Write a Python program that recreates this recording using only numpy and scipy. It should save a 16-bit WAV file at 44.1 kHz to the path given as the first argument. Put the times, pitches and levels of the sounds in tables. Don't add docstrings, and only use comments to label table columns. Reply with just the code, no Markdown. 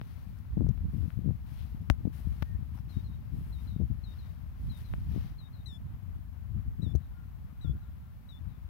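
import sys
import numpy as np
from scipy import signal
from scipy.fft import rfft, irfft, next_fast_len
from scipy.io import wavfile
from scipy.ndimage import uniform_filter1d

SR = 44100
rng = np.random.default_rng(int(sys.argv[2]) if len(sys.argv) > 2 else 0)


def dump(signal):
    limited = np.clip(np.atleast_2d(signal).T, -1, 1)
    pcm = np.round(limited * 32767).astype(np.int16)
    wavfile.write(sys.argv[1], SR, pcm)


N = 383229
T = np.arange(N) / SR

# time_s, left_db, right_db, left_heft_db, right_heft_db
BREEZE = [(0, -44, -46.5, -7.5, -7), (.4, -42.5, -49.5, -2.5, -8.5), (1.5, -43.5, -50, -0.5, -4.5),
          (3.2, -41.5, -49.5, -1, -5.5), (4.3, -45, -50, 0, -4), (5.201, -43.5, -44.5, -4.5, -3),
          (5.5, -44, -47.5, -9, -9.5), (6.3, -44.5, -54.5, -4, -5), (7.3, -45, -53, -3, -4),
          (8.2, -46, -51.5, -11.5, -5.5), (8.69, -44, -57, -2, -8)]
# start_s, length_s, strength_db, heft_db, port (0 left, 1 right)
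GUSTS = [(0.578, 0.13, -29.5, 1, 0), (.73, 0.11, -41.5, 10.5, 0), (0.918, .14, -32.5, -0.5, 0),
         (1.165, 0.094, -33.5, -9, 0), (1.239, 0.068, -28.5, -2, 0), (1.71, 0.26, -42.5, -8, 0),
         (1.989, 0.11, -37.5, -8, 0), (2.24, 0.09, -43, 19.5, 0), (2.481, 0.14, -41, 10.5, 0),
         (2.95, 0.02, -32, 2, 0), (3.3, 0.11, -37, 2, 0), (3.62, 0.19, -44.5, 8, 0),
         (3.782, 0.047, -29, 3, 0), (3.896, 0.019, -29, 1, 0), (4.62, 0.1, -41.5, 2, 0),
         (4.96, 0.3, -42, 6, 0), (5.073, 0.1, -36, 6.5, 0), (6.05, 0.066, -46, 11, 0),
         (6.479, 0.12, -40, 8.5, 0), (6.641, 0.07, -40, 4, 0), (6.764, 0.21, -33.5, -1.5, 0),
         (7.638, 0.12, -36.5, 3, 0), (8.389, 0.13, -45, 7, 0), (.49, 0.17, -48, 15.5, 1),
         (0.81, 0.09, -36, 3, 1), (2.25, 0.079, -47.5, 8, 1), (3.02, 0.17, -46.5, -2, 1),
         (3.38, .15, -44.5, -3, 1), (4.6, 0.089, -38.5, 3, 1), (4.89, .2, -43, 1, 1),
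         (5.79, 0.14, -44, -5.5, 1), (6.531, 0.048, -37.5, -16, 1), (6.65, 0.078, -48.5, 11, 1),
         (7.281, 0.038, -44.5, -7, 1), (7.66, 0.13, -54, 9, 1)]
# freq_hz, density_db
WIND_SPECTRUM = [(15, -101.5), (30, -80.5), (50, -55), (75, -53), (115, -59), (170, -65.5), (240, -73.5),
                 (340, -89), (480, -100), (700, -105), (1500, -127)]
# freq_hz, growth_db_per_db
GUST_GROWTH = [(40, -0.1), (120, 1.09), (240, 1.42), (450, 1.5), (1200, 0.5)]
# freq_hz, density_db
TRAFFIC_SPECTRUM = [(100, -100), (400, -100), (700, -94), (1000, -94), (1500, -98), (2200, -103.5),
                    (3000, -110), (4500, -119), (8000, -135)]
# freq_hz, density_db
HISS_SPECTRUM = [(400, -110), (1000, -111.5), (3000, -112), (4500, -116), (6000, -119), (8000, -122),
                 (10000, -119), (12300, -112.5), (15500, -112.5)]
# freq_hz, relative_db
SWISH_SPECTRUM = [(300, -32), (1000, -32), (2700, -36), (4500, -39.5), (6000, -44), (8000, -61.5),
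                  (15000, -47)]
# freq_hz, relative_db
FIZZ_SPECTRUM = [(2000, -46.5), (4500, -64), (6000, -55), (8000, -51), (10000, -46), (12500, -43),
                 (15500, -47.5)]
# start_s, length_s, swish_db, fizz_db
RUSTLES = [(0, 0.42, -66.5, -66.5), (0.366, 0.056, -77, -67), (0.9, 0.34, -68, -64.5),
           (1.454, 0.38, -64.5, -62.5), (2.122, 0.17, -63, -58), (2.233, 0.36, -66.5, -64),
           (2.737, 0.09, -67, -64.5), (2.88, 0.22, -65, -66), (3.31, 0.48, -69.5, -63),
           (3.58, 0.22, -67, -65), (4.063, 0.4, -66.5, -69), (4.56, 0.86, -66, -64),
           (4.763, 0.084, -62, -58), (5.087, 0.3, -59.5, -63)]
# start_s, click_db, snap_db, thump_db, thump_hz, extra_pitch_share,
# click_low_hz, click_high_hz, right_share
GRIP_KNOCKS = [(.014, -10, -56, -27, 100, 1.7, 46, 4950, 0),
               (.3885, -17, -42, -58, 90, .5, 4800, 14000, 0.1),
               (.777, -25, -56, -45, 90, 0.45, 40, 6000, 1),
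               (1.104, -15.5, -50, -59, 90, .5, 1150, 3600, 0.1),
               (1.9002, 11, -16, -3, 56.5, 3.49, 120, 14000, 0),
               (2.4238, -5, -24, -15.5, 61, 2.6, 120, 7450, 0),
               (2.4272, -3.5, -27, -47, 70, .5, 51, 7500, 0.03),
               (4.9377, -7, -67, -25.5, 99.6, 1.93, 120, 3000, 0.04),
               (6.9511, -46, -52, -6.5, 71, 0.63, 40, 14000, 0.03)]
# freq_hz, gain_db
CLICK_SPECTRUM = [(60, -18), (250, -10), (350, -16), (460, -11), (620, 4), (1500, 1), (2800, -7),
                  (5500, -18.5), (8500, -30.5), (12000, -38), (16000, -27)]
# start_s, level_db, pitch_hz, front_s
EDDIES = [(0.57, -13.5, 175, 0.0016), (0.577, -18.5, 230, .0009), (0.6078, -17.5, 273, 0.00079),
          (0.616, -18, 270, 0.0016), (.629, -26, 230, .0015), (.648, -16.5, 79, 0.0058),
          (0.667, -14.5, 106, .0004), (0.6878, -10.5, 127, 0.0027), (.934, -22, 150, 0.0022),
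          (1.03, -22.5, 130, 0.0019), (1.171, -16.5, 125, .004), (1.189, -20, 190, 0.0023),
          (1.245, -18.5, 110, 0.0019), (1.26, -16.5, 150, 0.0018), (1.275, -16, 216, 0.0023),
          (1.289, -20, 190, 0.0012), (1.295, -17, 120, 0.0021), (1.307, -20.5, 165, 0.00078),
          (2.053, -13.5, 178, 0.0015), (2.07, -22, 290, 0.0013), (2.076, -15, 194, 0.0021),
          (2.27, -17.5, 161, 0.0031), (2.969, -16, 202, 0.0031), (3.761, -17.5, 171, 0.0028),
          (3.801, -19, 210, 0.0016), (3.814, -25, 300, 0.001), (3.822, -16.5, 100, 0.0012),
          (3.836, -18.5, 109, 0.0023), (5.147, -23, 100, 0.0011), (5.161, -19.5, 228, 0.0013),
          (5.176, -22, 190, 0.0014), (6.68, -20.5, 84, .004), (6.828, -20, 150, 0.0019),
          (6.839, -27, 155, 0.002), (6.864, -18, 160, 0.0018), (7.647, -22.5, 135, 0.00089),
          (7.695, -17, 126, 0.002), (7.734, -36, 190, 0.0028)]
# freq_hz, relative_db
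SIZZLE_SPECTRUM = [(1500, -26), (3000, 3), (5000, -2), (6100, 13.5), (7500, -17), (12500, 4), (15000, -24)]
# start_s, length_s, level_db, low_hz, high_hz
SCUFFS = [(1.551, 0.11, -62, 2370, 4100), (2.734, 0.032, -60.5, 740, 1130), (2.755, .06, -73, 5000, 5760),
          (2.768, 0.026, -55, 597, 1380), (4.762, 0.033, -65, 7500, 15000), (5.83, .11, -72, 350, 850)]
# start_s, length_s, start_hz, end_hz, arch_hz, level_db, blur_ratio
FAR_NOTES = [(2.448, 0.13, 1850, 1784, 25, -60, 0.35), (7.135, 0.091, 1410, 1390, 15, -61, 0.83),
             (7.635, 0.065, 1388, 1390, 16, -57.5, 0.9), (7.725, 0.065, 1430, 1446, 14, -66, 1.4),
             (7.81, 0.075, 1450, 1355, 34, -65, 1.4), (8, 0.094, 1334, 1350, 43, -68, 1.4)]
# start_s, length_s, top_hz, bottom_hz, rise_s, fall_s, bend (1 sagging, 2 shouldered),
# lift_share, catch_s, level_db, overtones_db, echo_db, bird (0 far, 1 near)
PLOVER_CALLS = [(2.892, 0.13, 4200, 3750, 0.0078, 0.026, 2.6, 0, 0, -58, -10, -4, 0),
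                (3.523, 0.098, 4130, 3700, 0.0094, 0.017, 1.3, 0.018, 0.002, -58.5, -15, 0, 0),
                (4.036, 0.11, 4160, 3710, 0.0075, 0.023, 2, 0.012, 0, -56, -12, -6, 0),
                (4.694, .098, 4080, 3680, 0.0087, 0.034, 1.9, 0, 0.0012, -53.5, -22, -8, 0),
                (5.381, .11, 4230, 3710, 0.0078, 0.029, 1.9, 0.0082, 0, -55, -20, -7, 0),
                (5.658, .12, 4050, 3410, 0.0072, 0.041, 1.23, 0.013, 0.0019, -46.5, -5.5, -30, 1),
                (6.818, 0.115, 4020, 3440, .015, .025, 1.13, 0.034, .012, -54.5, -5.5, -20, 1),
                (7.610, 0.12, 3995, 3410, 0.013, .027, 2.2, 0.025, 0.0022, -55.5, -8, -16, 1),
                (8.288, 0.11, 3930, 3514, 0.0073, 0.024, 2.1, 0.013, 0.002, -53, -14, -20, 1)]
PLOVER_HARMONICS_DB = [-14, -0.5, -14.5, -16, -19, -23]
# length_share, level_db
CALL_ENVELOPE = [(0, 0.5), (.05, -2), (.13, -2), (.25, -4), (.5, -7.5), (.8, -6), (1, -13)]


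def amp(db):
    return 10 ** (np.asarray(db) / 20)


def over_hz(points, hz):
    freq_hz, value = np.transpose(points)
    return np.interp(np.log(hz + 1), np.log(freq_hz + 1), value)


def add(mix, start_s, sound):
    part = mix[max(round(start_s * SR), 0):][:len(sound)]
    part += sound[:len(part)]


def noise(spectrum):
    size = next_fast_len(N)
    gain = amp(over_hz(spectrum, np.fft.rfftfreq(size, 1 / SR))) * np.sqrt(SR / 2)
    return irfft(rfft(rng.standard_normal(size)) * gain, size)[:N]


def wander(rate_hz, size=N, slowest_hz=0.01):
    points, hop = 2 ** 14, 32
    hz = np.fft.rfftfreq(points, hop / SR)
    slow = irfft(rfft(rng.standard_normal(points)) * np.exp(-(hz / rate_hz) ** 2) * hz / (hz + slowest_hz))
    return np.interp(np.arange(size) / hop, np.arange(points), slow / slow.std())


def airflow(port, rise_s=0.02, fall_s=0.022):
    breeze = np.array(BREEZE)
    power = amp(np.interp(T, breeze[:, 0], breeze[:, 1 + port])) ** 2
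    heft = power * np.interp(T, breeze[:, 0], breeze[:, 3 + port])
    t = np.arange(SR) / SR
    for start_s, length_s, strength_db, heft_db, gust_port in GUSTS:
        if gust_port == port:
            envelope = np.minimum(t / rise_s, 1) * np.exp(-np.maximum(t - length_s, 0) / fall_s)
            gust_power = (amp(strength_db) * envelope) ** 2
            add(power, start_s, gust_power)
            add(heft, start_s, gust_power * heft_db)
    return 10 * np.log10(power), heft / power


def wind(port, gain_db, lumps_db, sway_db, middling_db=-39):
    flow_db, heft_db = airflow(port)
    strength_db = flow_db - middling_db + lumps_db * wander(55, slowest_hz=25)
    strength_db += sway_db * wander(27, slowest_hz=14)
    size = next_fast_len(N)
    air, hz = rfft(noise(WIND_SPECTRUM), size), np.fft.rfftfreq(size, 1 / SR)
    octaves_hz = np.geomspace(30, 1920, 7)
    out = np.zeros(N)
    for centre_hz, pick in zip(octaves_hz, np.eye(len(octaves_hz))):
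        band_gain = np.interp(np.log(hz + 1), np.log(octaves_hz), pick) * (hz < 2 * octaves_hz[-1])
        band = irfft(air * band_gain, size)[:N]
        bass_db = heft_db / (1 + (centre_hz / 100) ** 4)
        out += band * amp(over_hz(GUST_GROWTH, centre_hz) * strength_db + bass_db)
    return amp(gain_db) * out


def traffic(gain_db=-1.38, waver_db=1.2):
    return noise(TRAFFIC_SPECTRUM) * amp(gain_db + waver_db * wander(23))


def grass_rustle(stir_swish_db=-75, stir_fizz_db=-77, still_s=5.4, settle_s=0.099,
                 flicker_db=0.9, crackle_db=2, skew=0.52):
    stir = np.clip((still_s - T) / settle_s, 0, 1)
    swish_power, fizz_power = stir * amp(stir_swish_db) ** 2, stir * amp(stir_fizz_db) ** 2
    for start_s, length_s, swish_db, fizz_db in RUSTLES:
        arch = np.sin(np.pi * np.linspace(0, 1, round(length_s * SR)) ** skew)
        add(swish_power, start_s, (amp(swish_db) * arch) ** 2)
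        add(fizz_power, start_s, (amp(fizz_db) * arch) ** 2)
    swish = noise(SWISH_SPECTRUM) * np.sqrt(swish_power)
    fizz = noise(FIZZ_SPECTRUM) * np.sqrt(fizz_power) * amp(crackle_db * wander(450))
    return (swish + fizz) * amp(flicker_db * wander(150))


def minimum_phase(spectrum, size=2048):
    log_gain = np.log(amp(over_hz(spectrum, abs(np.fft.fftfreq(size, 1 / SR)))))
    return np.fft.ifft(np.exp(signal.hilbert(log_gain).conj())).real[:size // 2]


def grip_knocks(t60_s=0.094, attack_s=0.00091, relax_s=0.003, snap_hz=11500):
    ticks, thumps = np.zeros((2, N)), np.zeros((2, N))
    t = np.arange(SR // 6) / SR
    click = minimum_phase(CLICK_SPECTRUM)
    snap = signal.lfilter(*signal.butter(4, snap_hz, "highpass", fs=SR), signal.unit_impulse(len(click)))
    for start_s, click_db, snap_db, thump_db, thump_hz, extra_pitch, *band_hz, right in GRIP_KNOCKS:
        bandpass = signal.butter(3, band_hz, "bandpass", fs=SR, output="sos")
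        tick = amp(click_db) * signal.sosfilt(bandpass, click) + amp(snap_db) * snap
        turns = np.cumsum(thump_hz * (1 + extra_pitch * np.exp(-t / relax_s))) / SR
        thump = np.sin(2 * np.pi * turns) * (1 - np.exp(-t / attack_s)) * amp(thump_db - 60 * t / t60_s)
        for port, share in enumerate([1 - right, right]):
            add(ticks[port], start_s, share * tick)
            add(thumps[port], start_s, share * thump)
    return ticks, thumps


def eddies(decay_cycles=0.66):
    out, t = np.zeros(N), np.arange(SR // 25) / SR
    for start_s, level_db, pitch_hz, front_s in EDDIES:
        swing = np.sin(2 * np.pi * pitch_hz * t) * np.exp(-pitch_hz * t / decay_cycles)
        front = signal.windows.hann(round(front_s * SR) + 2)
        add(out, start_s, amp(level_db) * np.convolve(swing / swing.max(), front / front.sum()))
    return out


def overload(air, jolt, ceiling=0.22, sizzle_db=-95):
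    pressure = air + jolt
    flattened = pressure / (1 + (pressure / ceiling) ** 10) ** (1 / 10)
    at_ceiling = np.minimum(abs(jolt) / ceiling, 1) ** 20
    return flattened + amp(sizzle_db) * noise(SIZZLE_SPECTRUM) * at_ceiling


def grass_scuffs(snaps_per_s=1500, spread_db=3):
    out = np.zeros(N)
    for start_s, length_s, level_db, *band_hz in SCUFFS:
        size = round(length_s * SR)
        snaps = rng.standard_normal(size) * amp(spread_db * rng.random(size))
        snaps *= rng.random(size) < snaps_per_s / SR
        crush = signal.sosfilt(signal.butter(2, band_hz, "bandpass", fs=SR, output="sos"), snaps)
        arch = np.sin(np.linspace(0, np.pi, size))
        add(out, start_s, amp(level_db) * crush / (crush.std() + 1e-12) * arch)
    return out


def scatter(sound, spread_s, blur):
    t = np.arange(SR // 8) / SR
    cloud = signal.fftconvolve(sound, rng.standard_normal(len(t)) * np.exp(-t / spread_s))
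    cloud *= blur * np.linalg.norm(sound) / np.linalg.norm(cloud)
    add(cloud, 0, sound)
    return cloud / np.sqrt(1 + blur ** 2)


def far_birds(fade_db=5, waver_share=0.015, breakup_db=3):
    out = np.zeros(N)
    for start_s, length_s, start_hz, end_hz, arch_hz, level_db, blur in FAR_NOTES:
        size = round(length_s * SR)
        progress = np.linspace(0, 1, size)
        hz = start_hz + (end_hz - start_hz) * progress + arch_hz * np.sin(np.pi * progress)
        hz *= 1 + blur * waver_share * wander(90, size)
        envelope_db = -fade_db * progress + blur * breakup_db * wander(45, size, slowest_hz=20)
        note = np.sin(2 * np.pi * np.cumsum(hz) / SR) * signal.windows.tukey(size, 0.4) * amp(envelope_db)
        add(out, start_s, amp(level_db) * scatter(note, spread_s=0.05, blur=blur))
    return out


def plover_call(length_s, top_hz, bottom_hz, rise_s, fall_s, bend, lift_share, catch_s, overtones_db,
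                scoop_share=0.048, catch_drop_share=0.037, catch_db=-1.5,
                waver_share=0.0058, flutter_db=1.3, overtone_flutter_db=2):
    t = np.arange(0, length_s, 1 / SR)
    hz = bottom_hz + (top_hz - bottom_hz) * np.exp(-(np.maximum(t - rise_s, 0) / fall_s) ** bend)
    hz *= 1 - scoop_share * np.maximum(1 - t / rise_s, 0) ** 2 + lift_share * (t / length_s) ** 6
    caught = uniform_filter1d(1.0 * (t < catch_s), size=60)
    hz += caught * (top_hz * (1 - catch_drop_share) - hz)
    hz *= 1 + waver_share * wander(120, len(t))
    turns = np.cumsum(hz / 2) / SR
    tone = np.zeros(len(t))
    for k, harmonic_db in enumerate(PLOVER_HARMONICS_DB, 1):
        offset_db = overtones_db + overtone_flutter_db * wander(70, len(t), slowest_hz=20)
        level_db = harmonic_db + (k != 2) * offset_db + flutter_db * wander(60, len(t))
        tone += amp(level_db) * np.sin(2 * np.pi * k * turns)
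    gate = np.clip(t / 0.0039, 0, 1) * np.clip((length_s - t) / 0.0094, 0, 1)
    envelope_db = np.interp((t - catch_s) / length_s, *np.transpose(CALL_ENVELOPE)) + catch_db * caught
    return np.sqrt(2) * tone * gate * amp(envelope_db)


def plovers(echo_delay_s=(0.148, 0.198), echo_blur=(0.7, 1.2), echo_fade_db=2.0):
    out = np.zeros(N)
    for start_s, *contour, level_db, overtones_db, echo_db, bird in PLOVER_CALLS:
        call = amp(level_db) * plover_call(*contour, overtones_db)
        add(out, start_s, scatter(call, spread_s=0.022, blur=0.051))
        echo = call * amp(echo_db - np.linspace(0, echo_fade_db, len(call)))
        add(out, start_s + echo_delay_s[bird], scatter(echo, spread_s=0.035, blur=echo_blur[bird]))
    return out


def scene(blocked_db=-28):
    outside = plovers() + far_birds() + grass_rustle() + grass_scuffs() + traffic()
    ticks, thumps = grip_knocks()
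    left_wind = wind(port=0, gain_db=1.62, lumps_db=2.5, sway_db=0.87)
    left = overload(left_wind, eddies() + thumps[0]) + outside
    right_wind = wind(port=1, gain_db=2.0, lumps_db=1.1, sway_db=2.5)
    right = overload(right_wind, thumps[1]) + amp(blocked_db) * outside
    return np.array([left + noise(HISS_SPECTRUM), right + noise(HISS_SPECTRUM)]) + ticks


def record(dry, low_cut_hz=29, band_limit_hz=15850):
    hz = np.fft.rfftfreq(N, 1 / SR)
    highpassed = irfft(rfft(dry) * hz ** 4 / (hz ** 4 + low_cut_hz ** 4), N)
    lowpass = signal.firwin(511, band_limit_hz, window=("kaiser", 9), fs=SR)
    return signal.oaconvolve(highpassed, lowpass[None], "same")


dry = scene()
out = record(dry)
dump(out)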